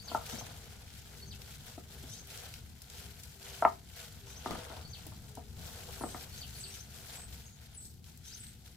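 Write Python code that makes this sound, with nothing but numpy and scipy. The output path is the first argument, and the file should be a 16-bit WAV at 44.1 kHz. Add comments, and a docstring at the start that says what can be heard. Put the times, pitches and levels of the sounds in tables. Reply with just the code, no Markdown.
"""Tossing wet stems in a yard

Close by, hands in thin plastic gloves toss wet seasoned stems: squelch and film crackle are pops over noise.
Stick-slip noise drags on a big plastic basin, which booms under heaves and knocks on the ground by its modes.
A swallow twitters nearby in gliding sines and rasping pulses, with a slap from a wall; a dove coos far off.
Behind them lie a low outdoor rumble and a faint hiss, both of shaped noise."""
import sys
import numpy as np
from scipy import signal
from scipy.fft import rfft, irfft, next_fast_len
from scipy.io import wavfile
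from scipy.ndimage import map_coordinates

SR = 44100
rng = np.random.default_rng(int(sys.argv[2]) if len(sys.argv) > 2 else 0)


def waveform_to_disk(signal):
    """Save audio, clipped to [-1, 1], as 16-bit WAV at the path in sys.argv[1]."""
    frames = np.transpose(np.atleast_2d(signal))
    scaled = np.clip(frames, -1, 1) * 32767
    samples = np.round(scaled).astype(np.int16)
    wavfile.write(sys.argv[1], SR, samples)


N = 386316

TOP_HZ = 15900  # band limit of the microphones
# the swallow's rasps: t/s, upsweep level/dB, level/dB of the rattle before it
RASPS = [(0.385, -50, -53), (2.184, -53, -52), (4.366, -54, -59), (6.175, -64, -61.5), (6.795, -53, -56),
         (8.336, -50, -57)]


def amp(db):
    """Decibels to gain."""
    return 10 ** (np.asarray(db) / 20)


def unit(x):
    """x at rms 1."""
    return x / np.sqrt(np.mean(x ** 2) + 1e-20)


def crest(x):
    """x at peak 1."""
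    return x / (np.abs(x).max() + 1e-20)


def along(points, hz):
    """(f/Hz, value) points read on a log frequency axis."""
    f, v = np.transpose(points)
    return np.interp(np.log(hz + 1), np.log(f + 1), v)


def curves(rows):
    """One value per sample for each column after the time."""
    s, *cols = np.transpose(rows)
    return [np.interp(np.arange(N) / SR, s, c) for c in cols]


def wobble(rate, size=N):
    """A smooth random curve, rate knots a second."""
    knots = rng.standard_normal(int(size * rate / SR) + 4)
    return map_coordinates(knots, [np.arange(size) * rate / SR])


def filtered(x, response):
    """x times a response of frequency."""
    m = next_fast_len(x.shape[-1] + SR // 4)
    spectrum = rfft(x, m) * response(np.fft.rfftfreq(m, 1 / SR))
    return irfft(spectrum, m)[..., :x.shape[-1]]


def coloured(x, spectrum):
    """x given a (f/Hz, level/dB) spectrum, at rms 1."""
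    return unit(filtered(x, lambda hz: amp(along(spectrum, hz))))


def band(x, lo_hz, hi_hz):
    """A causal band-pass."""
    edges = [lo_hz, np.clip(hi_hz, lo_hz + 1, SR / 2 - 1)]
    return signal.sosfilt(signal.butter(2, edges, "band", fs=SR, output="sos"), x)


def add(track, s, sound):
    """Mix a sound into a track from time s on."""
    start = round(s * SR)
    part = sound[..., max(-start, 0):N - start]
    track[..., max(start, 0):][..., :part.shape[-1]] += part


def diffuse():
    """Stereo white noise, alike at the two microphones in the bass and unrelated at the top."""
    # left-right likeness of diffuse sound: f/Hz, likeness (0-1)
    likeness = [(60, 0.98), (250, 0.77), (900, 0.3), (2000, 0.5), (12000, 0)]

    def mid_side(hz):
        turn = np.arccos(np.clip(along(likeness, hz), -1, 1)) / 2
        return np.array([np.cos(turn), np.sin(turn)])

    mid, side = filtered(rng.standard_normal((2, N)), mid_side)
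    return np.array([mid + side, mid - side])


def grains(rate, centre_hz, cycles, spread_db):
    """Tiny damped pops, rate a second, of random pitch and size, each from its own place in the basin."""
    when, pitch, size, side, lead = rng.random((int(rate * N / SR), 5)).T[:, :, None]
    hz = np.minimum(centre_hz * 2 ** (3 * (pitch - .5)), TOP_HZ)
    gain = hz / centre_hz * amp(spread_db * np.minimum(-np.log(1 - size), 3.5))
    turns = (hz * np.arange(64) / SR).astype(np.float32)
    pops = np.sin(2 * np.pi * turns) * np.exp(-turns / cycles)
    ears = []
    for sign in (1, -1):
        # place is a few samples of delay and some dB between the sides
        at = np.abs(when * N + sign * 9 * (lead - .5)).astype(int) + np.arange(turns.shape[1])
        placed = pops * (gain * amp(sign * 7.9 * (side - .5)))
        ears.append(np.bincount(at.ravel(), placed.ravel(), N)[:N])
    return unit(np.array(ears))


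def yard(x):
    """The diffuse answer of walls and ground: decaying noise, different at each microphone."""
    # the yard's echo: f/Hz, t60/s
    echo_t60 = [(200, 0.35), (1000, 0.19), (5000, 0.23), (14000, 0.071)]
    hz, t, z = signal.stft(rng.standard_normal((2, SR // 2)), SR, nperseg=256)
    decay = amp(-60 * t / along(echo_t60, hz)[:, None])
    tail = signal.istft(z * decay, SR, nperseg=256)[1]
    return signal.fftconvolve(np.atleast_2d(x), tail / np.linalg.norm(tail[0]), axes=1)[:, :N]


def outdoors():
    """Low, slowly swaying distant rumble under a faint even hiss, both from one diffuse noise."""
    # distant rumble: t/s, level/dB
    rumble_level = [(0.0, -51), (3.0, -52.5), (7.3, -50.8), (7.5, -54)]
    # spectrum of the rumble: f/Hz, level/dB per Hz
    low_spectrum = [(20, -18), (35, -10), (50, -8.5), (65, 2.5), (85, -1), (115, -3.5), (145, -5),
                    (175, -11), (220, -11), (280, -21), (380, -23.5), (470, -26.5), (540, -43), (900, -53)]
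    # spectrum of the hiss: f/Hz, level/dB per Hz
    air_spectrum = [(290, -34), (500, -7), (760, 10), (1160, -9), (1350, -6), (2710, -12.5), (3670, 0.5),
                    (7450, -4), (9950, -10), (11700, -8), (15800, -14)]
    rumble_db, = curves(rumble_level)
    noise = diffuse()
    rumble = amp(rumble_db + 1.5 * wobble(7)) * coloured(noise, low_spectrum)
    return rumble + amp(-74.5) * coloured(noise, air_spectrum)


def dove():
    """Far-off coos: sines that sag and sway in pitch, with the yard's echo."""
    # coos: t/s, length/s, f/Hz, level/dB before a small lift
    coos = [(0.519, 0.32, 417, -70), (1.021, 0.47, 397, -66.5), (1.84, 0.26, 398, -65.5),
            (2.185, 0.26, 398, -67), (2.9, 0.3, 408, -67), (3.329, 0.48, 393, -63),
            (4.205, 0.15, 396, -62.5), (5.227, .3, 421, -67.5), (5.729, 0.52, 385.7, -63.5),
            (6.552, 0.247, 390.5, -64.5), (6.902, 0.16, 387.7, -69)]
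    out = np.zeros(N)
    sway = wobble(22)
    for s, length, hz, db in coos:
        u = np.linspace(0, 1, int(length * SR))
        pitch = hz * (1 - 0.023 * (u - .5) + 0.0075 * sway[int(s * SR):][:len(u)])
        swell = np.sqrt(np.abs(np.sin(np.pi * u)))
        add(out, s, amp(db + 1.5) * swell * np.sin(2 * np.pi * np.cumsum(pitch) / SR))
    return out + amp(-12.5) * yard(out)


def syllable(shape, waver):
    """Phase and loudness of one syllable; each has its own pitch and flutter."""
    s, hz, db = np.transpose(shape)
    t = np.arange(s[0], s[-1], 1 / SR)
    trill = wobble(710, size=SR // 4)[:len(t)]
    flutter = wobble(157, size=SR // 4)[:len(t)]
    pitch = np.interp(t, s, hz) * (1 + rng.normal(0, .012) + waver * trill)
    return 2 * np.pi * np.cumsum(pitch) / SR, amp(np.interp(t, s, db) + 2.3 * flutter)


def whistles(calls, shape, waver):
    """One whistled syllable, a gliding sine, at each call."""
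    out = np.zeros(N)
    for s, db, *_ in calls:
        phase, loud = syllable(shape, waver)
        add(out, s + shape[0][0], amp(db) * loud * np.sin(phase))
    return out


def rattles():
    """Before each upsweep the swallow rasps: quickening pulses with two bright groups of overtones."""
    # one rattle: t/s from the call, pulse rate f/Hz, relative level/dB
    rattle_shape = [(-.125, 510, -26), (-.085, 568, -0.5), (-.045, 639.4, 3.5), (-.02, 672, -10),
                    (.005, 719, -4)]
    # overtones of the rasp: multiple of the pulse rate, level/dB
    overtones = [(4, -16), (6, -6), (7.5, -14), (9, -6.5), (10, -0.5), (11, -5.5), (13, -11), (18, -13),
                 (22, -20)]
    out = np.zeros(N)
    k = np.arange(4, 23)[:, None]
    gain = amp(np.interp(k, *np.transpose(overtones)))
    for s, _, db in RASPS:
        phase, loud = syllable(rattle_shape, waver=0.007)
        pulses = (gain * np.cos(k * phase + rng.uniform(0, 2 * np.pi, k.shape))).sum(0)
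        add(out, s + rattle_shape[0][0], amp(db) * loud * pulses)
    return out


def swallow():
    """Falling chips, thin buzzy notes, peeps and rising rasps, with a slap from a near wall."""
    # calls of each kind: t/s, level/dB
    chip_calls = [(0.0821, -45.5), (1.3104, -47), (4.934, -46), (6.4158, -47.5), (6.6382, -47)]
    tsee_calls = [(6.0314, -45), (6.6019, -45.5), (7.1564, -46), (7.777, -45), (8.406, -47)]
    peep_calls = [(7.454, -57), (7.5244, -59)]
    # syllable shapes: t/s from the call, f/Hz, relative level/dB
    lead_in = [(-.11, 4500, -24), (-.078, 4380, -2), (-.052, 4780, -24), (-.045, 4700, -40)]
    chip = [(-.056, 6840, -36), (-.046, 6600, -7), (-.03, 6200, -11), (-.016, 6180, -10),
            (-.005, 4960, -14), (0, 4640, 5), (.012, 3700, -3), (.022, 2800, -1.5), (0.03, 2530, -8)]
    tsee = [(-.04, 9290, -12), (-.012, 10180, -7), (-.005, 8570, -2), (0, 8000, 3), (.009, 7680, -4),
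            (0.02, 8140, -4.5), (.08, 8180, -5), (.105, 8040, -13), (.125, 7700, -33)]
    peep = [(-.012, 7200, -25), (.003, 6720, 7), (.025, 6650, -6), (.05, 6360, -22)]
    upsweep = [(-.05, 3390, -27), (-.022, 4206, -5), (0, 5670, 1), (0.014, 6360, 4.5), (.024, 6660, -32)]
    song = whistles(chip_calls, lead_in, waver=0.01) + whistles(chip_calls, chip, waver=0.015)
    song += whistles(tsee_calls, tsee, waver=0.0293) + whistles(peep_calls, peep, waver=0.039)
    song += whistles(RASPS, upsweep, waver=0.01) + rattles()

    def paths(hz):
        # arrival times at left and right, s
        direct = np.exp(-2j * np.pi * hz * np.array([[0], [.00003]]))
        slap = 0.48 * np.exp(-2j * np.pi * hz * np.array([[.0118], [.0124]]))
        return direct + slap

    return filtered(song, paths) * amp(-4.0) + amp(-2.5) * yard(song)


def knocks():
    """The basin rocks: its wall gives with a short hollow clack, then damped modes ring on faintly."""
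    # blows on the basin: t/s, level/dB, thud and clack level/dB relative to it, contact brightness f/Hz
    blows = [(0.116, -33, -8, -10, 1400), (0.148, -18, -18.5, -5.5, 1260), (0.211, -40.5, -16, -1.5, 1410),
             (0.325, -42, -5, -5, 1400), (0.411, -40, -17, -16, 1110), (1.778, -41.5, 3.5, -14, 850),
             (2.037, -60.5, 14.5, -16, 910), (3.624, -14.5, -20.5, -12, 1570),
             (3.651, -6.5, -24.5, -22, 2400), (4.46, -24.5, -8.5, -10, 1980), (4.508, -40, 3, 6, 2600),
             (4.552, -38, -19, -5, 2400), (4.701, -42.5, -5, -3, 1600), (4.768, -43, -6.5, -23, 1400),
             (5.065, -48.5, 2.5, -18, 1010), (5.12, -46, -21, -12, 1210), (5.373, -37, -4, -16, 860),
             (6.01, -33.5, -3, -9, 1700), (6.037, -28, -1, -9, 1800), (6.146, -34, -7, -3, 2180)]
    # the broad, quickly damped give of the wall: f/Hz, width/Hz, level/dB
    wall_give = [(237.3, 45, -14), (339, 67, -26), (440, 24, -12.5), (664, 117, 2.5), (930, 173, 2),
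                 (1152, 187, -2.5), (1310, 100, -3), (1913, 270, -18), (2827, 990, -30)]
    # the basin's ring: f/Hz, level/dB, t60/s
    ring_modes = [(390.5, -20.5, 0.2), (473, -17, 0.15), (707, 1.5, 0.12), (793, -6, 0.1),
                  (900, -4.5, 0.085), (993, -8, .08), (1040, -8.5, 0.11), (1223, -3, 0.1),
                  (1290, -14.5, .08), (2070, -19, 0.09)]
    out, t = np.zeros((2, N)), np.arange(SR // 4) / SR
    wall_hz, width, wall_db = np.transpose(wall_give)[:, :, None]
    ring_hz, ring_db, t60 = np.transpose(ring_modes)[:, :, None]
    polarity = (-1) ** np.arange(len(wall_give))[:, None]
    wall = polarity * width * np.exp(-np.pi * width * t) * np.sin(2 * np.pi * wall_hz * t)
    modes = np.exp((2j * np.pi * ring_hz - np.log(1000) / t60) * t) * (1 - np.exp(-t / 0.0012))
    for s, db, thud_db, clack_db, bright_hz in blows:
        give = (wall * amp(wall_db + rng.normal(0, 0.81, wall_db.shape))).sum(0)
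        phase = rng.uniform(0, 2 * np.pi, len(modes)) + rng.normal(0, 0.39, (2, len(modes)))
        ring = (np.exp(1j * phase) @ (modes * amp(ring_db + rng.normal(0, 2, ring_db.shape)))).real
        # the base chatters on the ground just after the blow; a hard blow seats it more cleanly
        contact = rng.standard_normal(len(t)) + .6 * rng.standard_normal((2, len(t)))
        contact = contact * np.exp(-t / 0.014)
        chatter = signal.fftconvolve(contact, give[None], axes=1)[:, :len(t)]
        blow = crest(give) + amp(-9.5) * crest(ring) + amp(-10.5 - 0.18 * db) * crest(chatter)
        # a narrow range round 530 Hz in which the wall hardly moves
        blow = signal.lfilter(*signal.iirnotch(530, 5, SR), blow)
        body = crest(band(blow, 520, bright_hz))
        thud = amp(thud_db) * crest(band(band(blow, 130, 433), 130, 433))
        clack = amp(clack_db) * crest(band(blow, 1270, max(bright_hz, 1450)))
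        add(out, s - .001, amp(db) * (body + thud + clack))
    return out


def snaps():
    """A stem breaks or a glove fold flips: a noise crack of a few milliseconds and a brief patter."""
    # single snaps: t/s, peak level/dB before a small lift, f/Hz
    cracks = [(0.2653, -36, 3010), (0.2967, -32, 4150), (0.5731, -39.5, 6960), (1.418, -34.5, 3050),
              (1.666, -38, 2000), (2.2719, -39.5, 11700), (2.3745, -35, 4900), (2.5392, -33, 3150),
              (2.819, -34.5, 6150), (2.9001, -37, 4960), (3.199, -41.5, 7455), (3.2343, -35, 5160),
              (4.5092, -30.5, 3010),  (5.067, -33, 12000), (5.3522, -37.5, 6120), (6.478, -40, 6150),
              (6.7408, -36.5, 4180), (8.0423, -41.5, 3690), (8.1743, -41, 8100)]
    out, t = np.zeros((2, N)), np.arange(SR // 20) / SR
    for s, db, hz in cracks:
        decay = np.exp(-t / 0.0027) + .16 * np.exp(-t / 0.0094)
        crack = rng.standard_normal((2, len(t))) * decay
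        pitched = band(crack, hz / 1.5, hz * 2)
        add(out, s, amp(db + 0.5) * crest(pitched + 0.59 * band(crack, 2900, 15000)))
    return out


def drag(pressure):
    """Stems stick and slip on the plastic; a heave of the whole heap makes the basin boom."""
    # heaves of the whole heap against the wall: t/s, length/s, level/dB
    heaves = [(0.322, 0.11, -41), (4.498, 0.089, -36), (6, 0.19, -46)]
    # spectrum of the rubbing: f/Hz, level/dB per Hz
    rub_spectrum = [(260, -29.5), (420, -10), (470, 1.5), (539, -8.5), (701, -2), (840, -6.5), (911, -6.5),
                    (982, -9.5), (1270, -11), (1500, -10), (1950, -30), (3300, -120)]
    # spectrum of the basin's low, hollow boom: f/Hz, level/dB per Hz
    boom_spectrum = [(60, -2), (120, -2), (230, 3), (300, -4), (400, -12.5), (470, -9), (560, -13),
                     (1000, -40.5)]
    slips = diffuse() * amp(2.0 * wobble(70))
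    push = np.zeros(N)
    for s, length, db in heaves:
        u = np.arange(SR // 2) / SR / length
        add(push, s, amp(db) * (1 - np.exp(-u * 12)) * np.exp(-2 * u))
    return pressure * coloured(slips, rub_spectrum) + push * coloured(slips, boom_spectrum)


def stems(squeeze, crinkle):
    """Wet stems part in clumps of small pops over a swish; sauce and glove film add a finer crackle."""
    # spectrum of the wet stems: f/Hz, level/dB per Hz
    squelch_spectrum = [(530, -35.5), (900, -5), (1140, -22.5), (1260, -6), (1450, -0.5), (1890, -4),
                        (2080, -2.5), (2810, -2.5), (3170, 0), (5060, -4), (9780, -10.5), (11600, -9.5),
                        (15800, -20)]
    # spectrum of the glove film: f/Hz, level/dB per Hz
    film_spectrum = [(2350, -36.5), (4000, -3.5), (6950, -4), (7360, -1.5), (10100, -9), (11500, -1.5),
                     (12400, -6), (15200, -5.5), (15800, -25)]
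    clumps = wobble(45) + wobble(130) + .4 * wobble(14)
    squelch = grains(rate=1800, centre_hz=3830, cycles=2.1, spread_db=3.5) + 1.2 * diffuse()
    film = grains(rate=1800, centre_hz=8040, cycles=1.4, spread_db=2.0)
    film = film + 1.1 * rng.standard_normal((2, N))
    squelch = squeeze * amp(0.99 * clumps) * coloured(squelch, squelch_spectrum)
    film = crinkle * amp(1.3 * clumps) * coloured(film, film_spectrum)
    # stems lean to the right, film to the left
    return squelch * amp([[-.5], [.5]]) + film * amp([[.4], [-.4]])


def handling():
    """Loudness of stems, gloves and dragging: strokes build, hold and settle over a soft stirring."""
    # each grab, lift or drop of a handful: t/s, length/s, stems level/dB,
    # glove film level/dB and dragging level/dB, both relative to the stems
    strokes = [(0.017, .22, -54, -2, -1.5), (0.225, .15, -50, -3, -3.5), (0.4, 0.106, -53.5, -9, -4),
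               (0.568, .25, -58.5, -10, -5), (0.8, 0.22, -60.5, -6, -12), (1.023, 0.143, -58.5, -3, -6),
               (1.267, .14, -64, 0, -2.5), (1.42, .12, -54.5, -4, -12), (1.617, 0.067, -52.5, -2.5, -6.5),
               (1.866, 0.32, -59.5, -2, -5.5), (2.248, 0.23, -51.5, -3.5, -9),
               (2.877, 0.19, -55.5, -1.5, -9), (3.15, 0.2, -66.5, 5, -22), (3.38, .22, -51.5, -4, -8.5),
               (3.92, 0.11, -51, -3.5, -7), (4.21, 0.24, -57.5, -8, -4), (4.422, 0.15, -48.5, -14, 1),
               (4.545, .23, -54, -11, 1.5), (4.92, 0.12, -58.5, -7, -7), (5.136, 0.2, -72.5, -3, 4),
               (5.551, .68, -54, -0.5, -3), (6.274, .32, -56.5, 0.5, -9), (6.615, .17, -55, -2.5, -11),
               (6.896, 0.22, -56, 0, -6.5), (7.058, 0.118, -52.5, -5.5, -7), (7.266, 0.068, -53.5, 0, -11),
               (7.538, .21, -62.5, -4.5, -8), (7.79, .065, -70, 15.5, -9.5), (8.02, 0.046, -59.5, 1, -9),
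               (8.203, .28, -57.5, -1.5, -22), (8.599, 0.065, -58.5, 0, -10.5)]
    # the hands lift and the level dips briefly: t/s, half-length/s, level/dB
    pauses = [(2.74, 0.052, -3), (3.8, 0.049, -3), (5.492, .07, -2), (7.98, 0.048, -3)]
    grip_s, settle_s = .071, 0.079  # the fingers close; the stems settle
    t = np.arange(N) / SR
    # the stirring between strokes drops to a mere picking near the end
    stir = amp(np.interp(t, [7.42, 7.42 + 0.25], [-61.5, -70.5]))
    # rows: stems, film, dragging
    power = (amp([[0], [-0.5], [-7]]) * stir) ** 2
    u = t[:2 * SR]
    for s, length, db, film_db, drag_db in strokes:
        stroke = np.minimum(u / grip_s, 1) * np.exp(-np.maximum(u - length, 0) / settle_s)
        add(power, s, (amp(db) * amp([[0], [film_db], [drag_db]]) * stroke) ** 2)
    lull_db = sum(db * np.exp(-((t - s) / half) ** 2) for s, half, db in pauses)
    return np.sqrt(power) * amp(lull_db)


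def scene():
    """The work at the basin, the birds and the yard around them."""
    squeeze, crinkle, pressure = handling()
    contacts = knocks() + snaps()
    basin = stems(squeeze, crinkle) + drag(pressure) + contacts + amp(-10.0) * yard(contacts)
    return basin + swallow() + dove() + outdoors()


def record(dry):
    """The left microphone is set louder, the right softer; nothing is kept above the band limit."""
    return filtered(dry * amp([[1.4], [-1.5]]), lambda hz: hz < TOP_HZ)


dry = scene()
out = record(dry)
waveform_to_disk(out)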